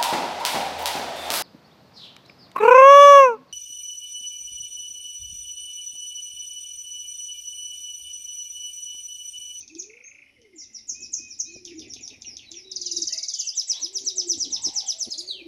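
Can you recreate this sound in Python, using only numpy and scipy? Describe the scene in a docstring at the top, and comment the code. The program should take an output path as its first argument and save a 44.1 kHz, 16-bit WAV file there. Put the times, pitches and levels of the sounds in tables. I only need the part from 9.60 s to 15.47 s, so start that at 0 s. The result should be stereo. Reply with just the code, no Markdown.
"""A caged canary sings close by in a walled yard: ticks and chips, a fast roll, then loud falling slurs.
Each syllable is one pure whistle from the syrinx, sweeping downward, and each kind repeats one shape.
Other cage birds answer more softly and a dove coos far off. The walls add a short bright echo;
underneath, a few soft low bumps lie on a bed of quiet outdoor air."""
import sys
import numpy as np
from scipy import signal
from scipy.fft import rfft, irfft, next_fast_len
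from scipy.io import wavfile
from scipy.ndimage import map_coordinates

SR = 44100
rng = np.random.default_rng(int(sys.argv[2]) if len(sys.argv) > 2 else 0)


def transcribe(signal):
    """Save signal, clipped to [-1, 1], as a 16-bit WAV file at the path in sys.argv[1]."""
    frames = np.atleast_2d(signal).T
    limited = np.clip(frames, -1, 1)
    pcm = np.round(limited * 32767).astype(np.int16)
    wavfile.write(sys.argv[1], SR, pcm)


N = 258867

# close reflections off wall and cage: left delay/s, right delay/s, left level/dB, right level/dB
REFLECTIONS = [(.0028, .0021, -13, -12), (.0046, .0037, -16, -13), (.0087, .0094, -17, -10),
               (.015, .0124, -20, -12), (.034, .037, -24, -20)]
# ring time of the yard: f/Hz, t60/s
YARD_DECAY = [(300, 0.34), (2500, 0.43), (6000, 0.38), (12000, 0.18)]
# EQ of the outdoor rumble, the distant wash and the bumps: f/Hz, level/dB
RUMBLE_EQ = [(20, -11), (45, -7.5), (80, 0.5), (130, -3.5), (160, -21), (220, 0.5), (330, -3.5),
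             (600, -26.5), (1200, -73.5)]
WASH_EQ = [(250, -12), (500, 0.5), (800, 0.5), (1100, -9), (1450, -14), (2100, -2), (3000, -2),
           (5000, -21.5)]
BUMP_EQ = [(24, -43), (40, -36), (92, 2), (157, -14.5), (258, 8.5), (366, 5), (541, -11.5), (780, -12),
           (900, -50), (1170, -28), (1980, -120)]
# stereo EQ of the hiss, the cage birds, the canary's echo and its overtones: f/Hz, left/dB, right/dB
HISS_EQ = [(1620, -8, -9), (2450, 11.5, -11), (2940, 3, -9), (4130, -6.5, -4), (5430, 8, -4),
           (7100, -14, -23), (8400, -18, -12), (10000, -20.5, -2.5), (14000, -31, -24)]
BIRD_EQ = [(2020, 5.5, -3), (3940, -1, -13), (4250, -9, -12.5), (5207, 5.5, -10.5), (5440, -3.5, -18),
           (5430, 3, -17), (6650, -7, -29.5), (8230, -5.5, -1.5), (8550, 0, -20), (9370, -10, 9),
           (10460, -9, 14), (12200, -9, -13), (14900, 6, -11)]
ECHO_EQ = [(2100, -5.5, -17), (3150, 4, -7.5), (3870, -8.5, -17), (4595, -3.5, -9), (5220, -16, -18.5),
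           (5220, -4, -18), (5700, -10.5, -17.5), (6210, -7.5, -27.5), (7530, -6, -12.5)]
OVERTONE_EQ = [(8600, -47.5, -38), (9200, -41, -25), (10100, -56, -30), (10700, -54, -33.5),
               (11180, -42, -34.5), (11440, -61, -41), (12700, -51, -49), (13300, -61, -47),
               (14000, -41, -41)]
# fader rides of the rumble and the wash: t/s, level/dB
RUMBLE_RIDE = [(.03, -77.5), (.54, -83), (1.2, -78.5), (1.59, -75), (2.15, -75), (2.33, -71), (2.94, -76.5),
               (3.42, -71.5), (3.69, -86.5), (4.13, -90), (4.5, -81), (4.96, -67.5), (5.2, -80), (5.8, -77)]
WASH_RIDE = [(0.05, -77), (1.75, -78.5), (2.52, -71.5), (3.08, -70.5), (3.51, -68.5), (4.07, -70.5),
             (4.16, -57.5), (4.36, -67), (4.85, -68.5), (4.95, -63.5), (5.17, -60), (5.45, -66),
             (5.8, -67.5)]
# soft low bumps: centre t/s, level/dB, Gaussian width/s
BUMPS = [(1.326, -62, 0.004), (1.421, -62.5, 0.023), (1.6, -60, 0.0069), (1.963, -44.5, 0.0038),
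         (2.206, -54.5, 0.0052), (2.257, -55.5, 0.042), (2.366, -52.5, 0.0054), (2.409, -57, 0.0085),
         (2.523, -58, 0.012), (2.584, -57, 0.0044), (2.678, -59, 0.0048), (2.737, -61, 0.016),
         (4.429, -60, 0.022), (4.777, -49, 0.012), (4.86, -54, 0.032), (4.924, -55.5, 0.0087),
         (5.078, -46, 0.012), (5.48, -47.5, 0.0085)]

# hoarse far calls: t/s, length/s, first f/Hz, last f/Hz, mid-note bow/Hz, level/dB
FAR_CALLS = [(2.408, 0.091, 761, 799, -6, -70), (2.647, 0.096, 753, 740, 33, -73),
             (3.504, 0.087, 597, 657, -0.5, -62), (4.116, 0.11, 962, 1024, 0, -65.5),
             (4.541, 0.081, 623, 674, 3, -61.5), (4.915, 0.19, 862, 1030, 1.5, -59),
             (5.054, 0.2, 812, 759, 18.5, -56), (5.292, 0.56, 675, 566, -14, -63.5)]
# the dove's coos: t/s, length/s, crest as a share of length, crest f/Hz, last f/Hz, level/dB, swell/dB
COOS = [(0.088, 0.91, 0.61, 578, 302.3, -50.5, -4.5), (1.842, 0.37, 0.43, 366, 308, -49.5, 11.5),
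        (2.883, 0.56, 0.32, 376.7, 333, -48.5, 10.5), (4.202, .55, 0.281, 385, 337.3, -46.5, 10.5),
        (5.538, 0.41, 0.44, 378, 301, -47, 14.5)]
# how fully each pitch of a coo carries: f/Hz, level/dB
COO_EQ = [(285, -8), (325, 4.5), (355, -3), (388, -7.5), (430, -1), (475, -6.5), (520, -18.5), (580, -29.5)]
# piping notes: t/s, length/s, level/dB, first f/Hz, last f/Hz
PIPING = [(1.346, 0.12, -49.5, 2453, 2518), (1.584, .14, -48, 2494, 2428), (1.852, .14, -49.5, 2457, 2437)]
# the tones in a piping note: pitch ratio, level/dB
PIPE_PARTIALS = [(0.749, -23.5), (1.002, 5), (1.25, -17.5), (1.499, -18)]
# other birds' glides: t/s, length/s, first f/Hz, last f/Hz, mid-note bow/Hz, level/dB, direct trim/dB
GLIDES = [(0, 0.016, 6380, 5840, -6, -29.5, 2), (0.112, 0.053, 6530, 6160, -27, -46, -6),
          (0.421, 0.017, 5334, 6260, 100, -61, 6), (.439, 0.053, 6320, 6390, 46, -37, 5),
          (0.545, 0.32, 2755, 2938, 90.5, -62.5, -13), (0.951, 0.079, 7377, 5630, 2, -32, -19),
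          (1.034, 0.18, 2660, 2680, -0.5, -70.5, -1), (1.845, 0.1, 3790, 4180, 282, -43.5, -19),
          (2.83, 0.066, 4470, 3895, -100, -40.5, -5), (3.04, 0.086, 3950, 3740, -42, -41.5, -4),
          (3.171, 0.091, 4470, 3970, -7, -31.5, -14), (3.304, 0.12, 3984, 3760, 37.5, -33, -11.5),
          (3.218, 0.08, 3775, 2787, -200, -47.5, -25), (3.466, 0.085, 3410, 2530, -100, -47, -24),
          (3.486, 0.16, 1811, 2152, 225, -53, -22), (3.676, .19, 3930, 2720, -250, -44.5, -6),
          (3.735, 0.11, 3820, 3000, -3, -40, -19), (3.914, 0.065, 2925, 4010, 245, -40, -22),
          (4.069, 0.072, 1980, 3230, 21, -48.5, -17), (4.134, 0.099, 3226, 4660, 65, -32.5, -5),
          (4.381, .047, 6900, 5850, 8, -28, -10), (4.433, 0.08, 4605, 3806, -150, -33, -6.5),
          (4.774, 0.035, 7970, 6200, -1, -23, -14), (4.805, 0.0062, 5030, 4400, 0, -34, 2),
          (4.903, 0.0082, 4130, 3570, 3, -33.5, 1), (5.048, 0.0072, 4840, 4300, -1, -33, 8),
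          (5.221, 0.083, 4230, 2980, -400, -43.5, -9), (5.473, 0.086, 4450, 4140, -1, -29, -18),
          (5.523, 0.075, 4260, 4420, 355, -29.5, -18.5), (5.665, 0.012, 6550, 6460, -2, -31, 1),
          (5.71, 0.013, 4700, 4300, -31, -34, -8)]

# syllable shapes: t/s from the centre, f/Hz, level/dB
PURR_SHAPE = [(-.006, 2780, 0.5), (-.001, 2500, 7), (.003, 2130, 4.5), (.006, 1800, -25.5),
              (.013, 1220, -17)]
PIP_SHAPE = [(-.014, 2180, -13), (-.005, 2124, 3), (.004, 2000, -5.5), (.014, 1920, -17)]
SIGH_SHAPE = [(-.028, 7194, 0.5), (-.01, 6340, -9.5), (0, 5838, 3.5), (.014, 5388, -0.5),
              (.032, 4750, -12.5), (.06, 3440, -26.5)]
RASP_SHAPE = [(-.007, 3880, 16.5), (-.003, 3265, 8), (0, 2556, 0), (.007, 2960, -13), (.025, 2513, -1),
              (.055, 2310, -6.5)]
TICK_SHAPE = [(-.003, 6830, -34), (0, 6480, -15.5), (.0018, 6200, 4.5), (.004, 3580, -11),
              (.007, 3380, -36)]
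CHIP_SHAPE = [(-.026, 7900, -32), (-.018, 7020, -15.5), (-.006, 6600, -2), (0, 6200, 1), (.004, 5600, -4.5),
              (.007, 4950, -25)]
ROLL_SHAPE = [(-.009, 7400, -14.5), (-.005, 6580, -3), (-.001, 5980, 2), (.003, 5400, -5), (.007, 4880, 0),
              (.011, 4350, -11.5), (.015, 3710, -15)]
SLUR_SHAPE = [(-.046, 7873, -25), (-.037, 7050, -23), (-.028, 6360, -17.5), (-.018, 5985, -7.5),
              (-.006, 5576, -11.5), (0, 5004, -7.5), (.006, 4480, -28), (.015, 3900, -19.5),
              (.022, 3080, -40), (.028, 2410, -53)]
HURRIED_SHAPE = [(-.017, 7680, -18), (-.012, 6370, -3.5), (-.008, 5450, -13), (0, 4940, -4.5),
                 (.006, 4450, -14), (.012, 4150, -5.5), (.019, 3360, -26.5)]
# even trains of soft notes: first t/s, end t/s, period/s, first level/dB, fade/(dB/s), pitch ratio
PURRS = [(.302, .64, .0359, -47.5, 0, 0.98), (.667, .72, 0.031, -55.5, -6, 0.94)]
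PIPS = [(0.036, .28, .071, -48.5, 0, 1.2), (0.773, 1.24, .084, -55, 0, 1)]
# clear, sighing falling slurs between the chips and ticks:
# t/s, level/dB, lead-in stretch, tail stretch, brightness/(dB/kHz)
SIGHS = [(.984, -33, 0.91, 1.07, -3), (1.148, -28.5, 0.52, 0.78, -1), (1.311, -25, .6, .9, 9),
         (1.427, -25.5, .8, 0.64, 1), (1.566, -24, 0.58, 1, 8.5), (1.708, -28, .9, 0.77, 0.5),
         (1.825, -30, 0.55, 1.1, 5.5), (1.941, -31, 0.76, 0.85, 1.5), (2.066, -32, 0.66, 0.97, 0),
         (2.183, -31.5, 0.99, 1, -2.5), (2.301, -30, 0.69, 0.98, -1), (2.433, -28.5, 0.86, 1.07, 2),
         (2.661, -31, 1.78, 2.3, -1.5), (2.961, -32.5, 1.84, 1.54, 0)]
# the canary's cues in order of entry; short rows leave out the last columns:
# t/s, level/dB, lead-in stretch, tail stretch, brightness/(dB/kHz), pitch ratio
TICKS = [(.006, -31), (0.077, -29.5), (0.149, -28.5), (0.222, -29), (.815, -43.5), (2.05, -23.5),
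         (2.192, -25), (2.335, -19), (2.476, -21.5), (2.619, -23), (2.767, -21), (2.915, -22.5)]
CHIPS = [(.197, -19, .8, 1.7, 1, 1), (1.299, -16.5, 1.15, 1.3, -1, 0.99), (1.54, -13, .8, 1.1, 1.5, 1),
         (1.804, -13, 0.81, 1.6, -1, 0.98)]
ROLLS = [(3.117, -20.5, .5, 0.71, -2), (3.163, -17, .7, .8, -2), (3.2172, -15, 0.73, 0.65, 1.5),
         (3.265, -16, 1.1, .8, -3), (3.317, -14, 0.7, 0.97, 1), (3.369, -12, 1, 0.8, 0),
         (3.4224, -10, 0.56, 1.2, 3.5), (3.476, -12.5, .7, 1.1, 1.5), (3.53, -12.5, 0.83, 0.83, 2.5),
         (3.5796, -16, 0.65, 1, 1), (3.6316, -17, 0.56, 0.83, 0), (3.686, -14.5, 0.57, 1.1, 1.5),
         (3.7404, -14, 0.46, 0.92, 2.5), (3.8038, -12, 1.9, 0.81, 3.5)]
FIRST_SLUR = (3.893, -8, 1.02, 1.2, 0)
SLURS = [(3.9991, -4.5, 1.04, 1.06, 1.5), (4.1185, -3.5, 0.98, 0.94, 0.9), (4.2477, -6.5, 1.08, 0.92, -1.2),
         (4.3742, -6, 0.95, 0.69, -1), (4.4877, -4, 0.89, 0.9, 1), (4.602, -3, 0.96, 0.87, 1.5),
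         (4.7209, -2.5, 1.07, 0.97, 1), (4.83, -5, 1.18, 1.12, -0.5), (4.946, -5, 0.96, 1.2, -2),
         (5.065, -4.5, 1, 1.3, 1), (5.187, -5, 1.09, 1.19, 0), (5.307, -3.5, 0.95, 1.06, 0),
         (5.431, -6, 1, 1.2, 2)]
HURRIED_SLURS = [(5.526, -13.5, 1.4), (5.594, -13, 1)]
# its closing note: t/s, f/Hz, level/dB
CLOSING_NOTE = [(5.676, 4730, -24), (5.695, 4150, -21), (5.712, 3840, -20), (5.732, 3285, -37),
                (5.773, 2816, -47), (5.813, 2426, -39.5), (5.85, 1990, -105)]
# fader ride of its echo send: t/s, level/dB
ECHO_RIDE = [(0, 3), (1.3, 3), (1.9, 3), (2.4, 2), (3.2, 0), (3.7, 0), (4.2, .5), (5, 0), (5.6, 1),
             (5.87, -1)]
# its song on the right side, swinging as it moves its head: t/s, level/dB
RIGHT_RIDE = [(.2, -2), (1.4, 1.5), (2.6, -3), (3.3, 2.5), (3.8, 3.5), (4.15, -1), (4.7, 0.5), (5.6, 0)]
# strength of its overtones: t/s, level/dB
OVERTONE_RIDE = [(.2, 1), (1.3, 3), (1.55, -3.5), (1.8, 2.5), (2.1, 6), (2.5, 9), (3.15, -1), (3.75, 2.5),
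                 (4, 0), (4.12, 2), (4.3, 6.5), (4.58, -4), (4.75, 0), (5.1, 2.5), (5.7, 7)]

LEFT_LAG_S, TOP_HZ = .0003, 14500


def amp(db):
    """Decibels to gain."""
    return 10 ** (np.asarray(db) / 20)


def along(points, hz, column=1):
    """One column of a frequency table, read on a log axis."""
    table = np.transpose(points)
    return np.interp(np.log(hz + 1), np.log(table[0] + 1), table[column])


def ride(points):
    """A fader ride: (t/s, value) points as one value per sample."""
    return np.interp(np.arange(N) / SR, *np.transpose(points))


def wobble(rate):
    """A smooth random curve, rate knots a second."""
    return map_coordinates(rng.standard_normal(int(N * rate / SR) + 4), [np.arange(N) * rate / SR])


def filtered(x, response):
    """x shaped by a gain that depends on frequency."""
    size = next_fast_len(N + SR // 2)
    return irfft(rfft(x, size) * response(np.fft.rfftfreq(size, 1 / SR)), size)[..., :N]


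def stereo_eq(x, table):
    """x with one colour on the left and another on the right."""
    return filtered(x, lambda hz: amp([along(table, hz, column=1), along(table, hz, column=2)]))


def late(x, s):
    """x delayed by s seconds."""
    return np.pad(x, (round(s * SR), 0))[:N]


def noise(eq):
    """Two unrelated noises with the given spectrum, together at rms 1."""
    pair = filtered(rng.standard_normal((2, N)), lambda hz: amp(along(eq, hz)))
    return pair / np.sqrt(np.mean(pair ** 2) + 1e-20)


def syllable(shape, s, level_db, lead=1, tail=1, tilt_db=0, ratio=1):
    """A note (t/s, f/Hz, level/dB): a shape placed, stretched, brightened and transposed."""
    offset_s, hz, db = np.transpose(shape)
    above_centre_khz = (hz - np.interp(0, offset_s, hz)) / 1000
    times = s + offset_s * np.where(offset_s < 0, lead, tail)
    return times, hz * ratio, db + level_db + tilt_db * above_centre_khz


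def syllables(shape, rows):
    """One note of the same shape for each cue."""
    return [syllable(shape, *row) for row in rows]


def trains(shape, rows, scatter_db):
    """Evenly spaced notes, each a little louder or softer."""
    return [syllable(shape, s, db - fade * (s - first) + scatter_db * rng.standard_normal(), ratio=ratio)
            for first, end, period, db, fade, ratio in rows for s in np.arange(first, end, period)]


def glide(s, length, first_hz, last_hz, bow_hz, level_db, fade_db=4):
    """A note that slides along a bowed line, its ends fade_db under its middle."""
    u = np.linspace(0, 1, 25)
    arch = 1 - (2 * u - 1) ** 2
    hz = first_hz + (last_hz - first_hz) * u + bow_hz * arch
    return s + length * u, hz, level_db - fade_db * (1 - arch)


def whistle(notes, waver, waver_rate, edge_s=.0018, harmonic=1):
    """A syrinx: an unsteady sine follows each note's pitch (or a harmonic of it) and level."""
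    out = np.zeros(N)
    drift = 1 + waver * wobble(waver_rate)
    for s, hz, db in notes:
        i = np.arange(max(0, int((s[0] - edge_s) * SR)), min(N, int((s[-1] + edge_s) * SR)))
        t = i / SR
        pitch = harmonic * np.interp(t, s, hz) * drift[i]
        inside_s = np.minimum(t - s[0], s[-1] - t)
        gate = np.sin(np.pi / 2 * np.clip(inside_s / (2 * edge_s) + .5, 0, 1)) ** 2
        tone = np.sin(2 * np.pi * np.cumsum(pitch) / SR) * (pitch < SR / 2)
        out[i] += gate * amp(np.interp(t, s, db)) * tone
    return out


def walls(x):
    """Wall and cage throw back a few weak copies that beat against each sweep."""
    return sum(np.array([amp(left_db) * late(x, left_s), amp(right_db) * late(x, right_s)])
               for left_s, right_s, left_db, right_db in REFLECTIONS)


def yard(x, early_db, early_t60, echoes=4, predelay_s=.005):
    """Stereo reverb: several random echo tails crossfade, so the ring varies from note to note."""
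    out = np.zeros((2, N))
    blend = np.linspace(0, echoes - 1, N)
    for k in range(echoes):
        hz, t, spectrum = signal.stft(rng.standard_normal((2, SR // 2)), SR, nperseg=256)
        decay = amp(-60 * t / along(YARD_DECAY, hz)[:, None]) + amp(early_db - 60 * t / early_t60)
        tail = signal.istft(spectrum * decay, SR, nperseg=256)[1]
        tail[:, :int(predelay_s * SR)] = 0
        i = np.flatnonzero(abs(blend - k) < 1)
        send = x[i] * np.cos(np.pi / 2 * (blend[i] - k))
        echo = signal.fftconvolve(send[None], tail / np.linalg.norm(tail[0]), axes=1)[:, :N - i[0]]
        out[:, i[0]:i[0] + echo.shape[1]] += echo
    return out


def air():
    """The bed: quiet outdoor rumble, a distant wash that swells and fades, and a faint hiss."""
    rumble = amp(11 + ride(RUMBLE_RIDE) + 1.87 * wobble(10)) * noise(RUMBLE_EQ) * amp([[-7], [6]])
    wash = amp(4 + ride(WASH_RIDE) + 2.6 * wobble(33)) * noise(WASH_EQ) * amp([[1], [-1]])
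    hiss = amp(-62 + .26 * wobble(1.3)) * stereo_eq(rng.standard_normal((2, N)), HISS_EQ)
    return rumble + wash + hiss


def bumps():
    """Short dull swells of low noise, panned hard right."""
    t = np.arange(N) / SR
    swell = sum(amp(db) * np.exp(-.5 * ((t - s) / width) ** 2) for s, db, width in BUMPS)
    right, other = noise(BUMP_EQ)
    return swell * np.array([amp(-34) * (right + other), amp(11) * right])


def far_calls():
    """Distant tones, so rough that each is a narrow band of noise."""
    notes = [glide(*row, fade_db=-.5) for row in FAR_CALLS]
    tone = whistle(notes, waver=.075, waver_rate=260, edge_s=.03)
    overtone = amp(-18) * whistle(notes, waver=.031, waver_rate=140, edge_s=.13, harmonic=2)
    return amp(-.5) * tone + amp(5.5) * yard(tone + overtone, early_db=16, early_t60=.4, echoes=3)


def coo(s, length, crest, crest_hz, last_hz, db, swell_db, first_hz=297.5, attack_s=.042):
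    """One arch of pitch; the voice ramps by swell_db over its length and thins on the highest notes."""
    u = np.linspace(0, 1, 60)
    arch = abs(np.sin(np.pi * np.interp(u, [0, crest, 1], [0, .5, 1]))) ** 1.35
    foot_hz = np.where(u < crest, first_hz, last_hz)
    hz = foot_hz + (crest_hz - foot_hz) * arch
    attack_db = -12 * np.clip(1 - u * length / attack_s, 0, 1)
    return s + length * u, hz, db + attack_db + swell_db * (u - .5) + along(COO_EQ, hz)


def dove():
    """Husky, fluttering coos from far off, reaching the right side first."""
    voice = whistle([coo(*row) for row in COOS], waver=.04, waver_rate=190, edge_s=.015)
    voice *= amp(1.3 * wobble(25) + 3 * wobble(90))
    echo = amp(-9) * yard(voice, early_db=-20, early_t60=.08)
    return np.array([late(voice, LEFT_LAG_S), amp(1.5) * voice]) + echo


def purr():
    """A soft low roll of crisp little sweeps, with pips around it."""
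    notes = trains(PURR_SHAPE, PURRS, scatter_db=.5) + trains(PIP_SHAPE, PIPS, scatter_db=1)
    roll = whistle(notes, waver=.02, waver_rate=500)
    return roll + walls(roll) + amp(-7.5) * yard(roll, early_db=-4, early_t60=.063, echoes=3)


def piping(bow_hz=45.8):
    """Clear, slightly arched and quavering notes with faint companion tones above and below."""
    notes = [glide(s, length, ratio * first_hz, ratio * last_hz, ratio * bow_hz, db + trim_db, fade_db=3)
             for s, length, db, first_hz, last_hz in PIPING for ratio, trim_db in PIPE_PARTIALS]
    pipe = whistle(notes, waver=.01, waver_rate=120, edge_s=.006) * amp(3 * wobble(45))
    return pipe + walls(pipe) + amp(-7) * yard(pipe, early_db=6, early_t60=.08, echoes=2)


def sighs_and_glides():
    """Clear sighing slurs nearby, and far birds' glides blurred by echo."""
    sigh_notes = syllables(SIGH_SHAPE, SIGHS)
    wet_notes = [glide(*row) for *row, _ in GLIDES]
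    direct_notes = [glide(*row, db + trim_db) for *row, db, trim_db in GLIDES]
    sighs = whistle(sigh_notes, waver=.009, waver_rate=400) * amp(1.6 * wobble(70))
    wet_glides = whistle(wet_notes, waver=.026, waver_rate=330) * amp(3 * wobble(70))
    direct = amp(-5.5) * sighs + whistle(direct_notes, waver=.008, waver_rate=200)
    overtone = amp(-40.5) * whistle(sigh_notes, waver=.022, waver_rate=980, harmonic=2)
    echo = yard(amp(-3) * sighs + overtone + wet_glides, early_db=2, early_t60=.12)
    return direct + walls(direct) + amp([[-1.5], [1.5]]) * echo


def rasps(from_s=2, delay_s=.033):
    """Rough tails of the canary's later ticks: a quick low flick, then a diffuse patch."""
    notes = [syllable(RASP_SHAPE, s + delay_s, level_db=-46) for s, _ in TICKS if s > from_s]
    rasp = whistle(notes, waver=.085, waver_rate=900)
    return amp(-3) * rasp + amp(-3.5) * yard(rasp, early_db=8, early_t60=.06, echoes=3)


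def canary():
    """The lead bird: its whistle arrives direct and as echo, its rough overtones mostly off the walls."""
    notes = syllables(TICK_SHAPE, TICKS) + syllables(CHIP_SHAPE, CHIPS) + syllables(ROLL_SHAPE, ROLLS)
    notes.append(syllable(SLUR_SHAPE[:-3], *FIRST_SLUR))  # stops short of its low tail
    notes += syllables(SLUR_SHAPE, SLURS) + syllables(HURRIED_SHAPE, HURRIED_SLURS)
    notes.append(np.transpose(CLOSING_NOTE))
    song = whistle(notes, waver=.009, waver_rate=600) * amp(1.5 * wobble(300))
    send = song * amp(ride(ECHO_RIDE) + 1.2 * wobble(9))
    echo = yard(send, early_db=4, early_t60=.12, echoes=9)
    flare = amp(ride(OVERTONE_RIDE) + 1.2 * wobble(14) + 3.5 * wobble(150))
    second = whistle(notes, waver=.025, waver_rate=800, harmonic=2)
    third = whistle(notes, waver=.025, waver_rate=800, harmonic=3)
    overtones = flare * (second + amp(-6) * third)
    sheen = amp(-3.5) * (overtones + walls(overtones))
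    sheen += amp(-.5) * yard(overtones, early_db=8, early_t60=.11, echoes=6)
    left, right = stereo_eq(song + walls(song), BIRD_EQ) + stereo_eq(echo, ECHO_EQ)
    return np.array([left, amp(ride(RIGHT_RIDE)) * right]) + stereo_eq(sheen, OVERTONE_EQ)


def scene():
    """The mix: cage birds, louder but slightly later on the left, over the dove and the background."""
    left, right = canary() + stereo_eq(rasps() + purr() + piping() + sighs_and_glides(), BIRD_EQ)
    return np.array([late(left, LEFT_LAG_S), right]) + dove() + far_calls() + bumps() + air()


def record(dry):
    """A brick-wall high cut on the whole mix."""
    return filtered(dry, lambda hz: hz < TOP_HZ)


dry = scene()
out = record(dry)
transcribe(out)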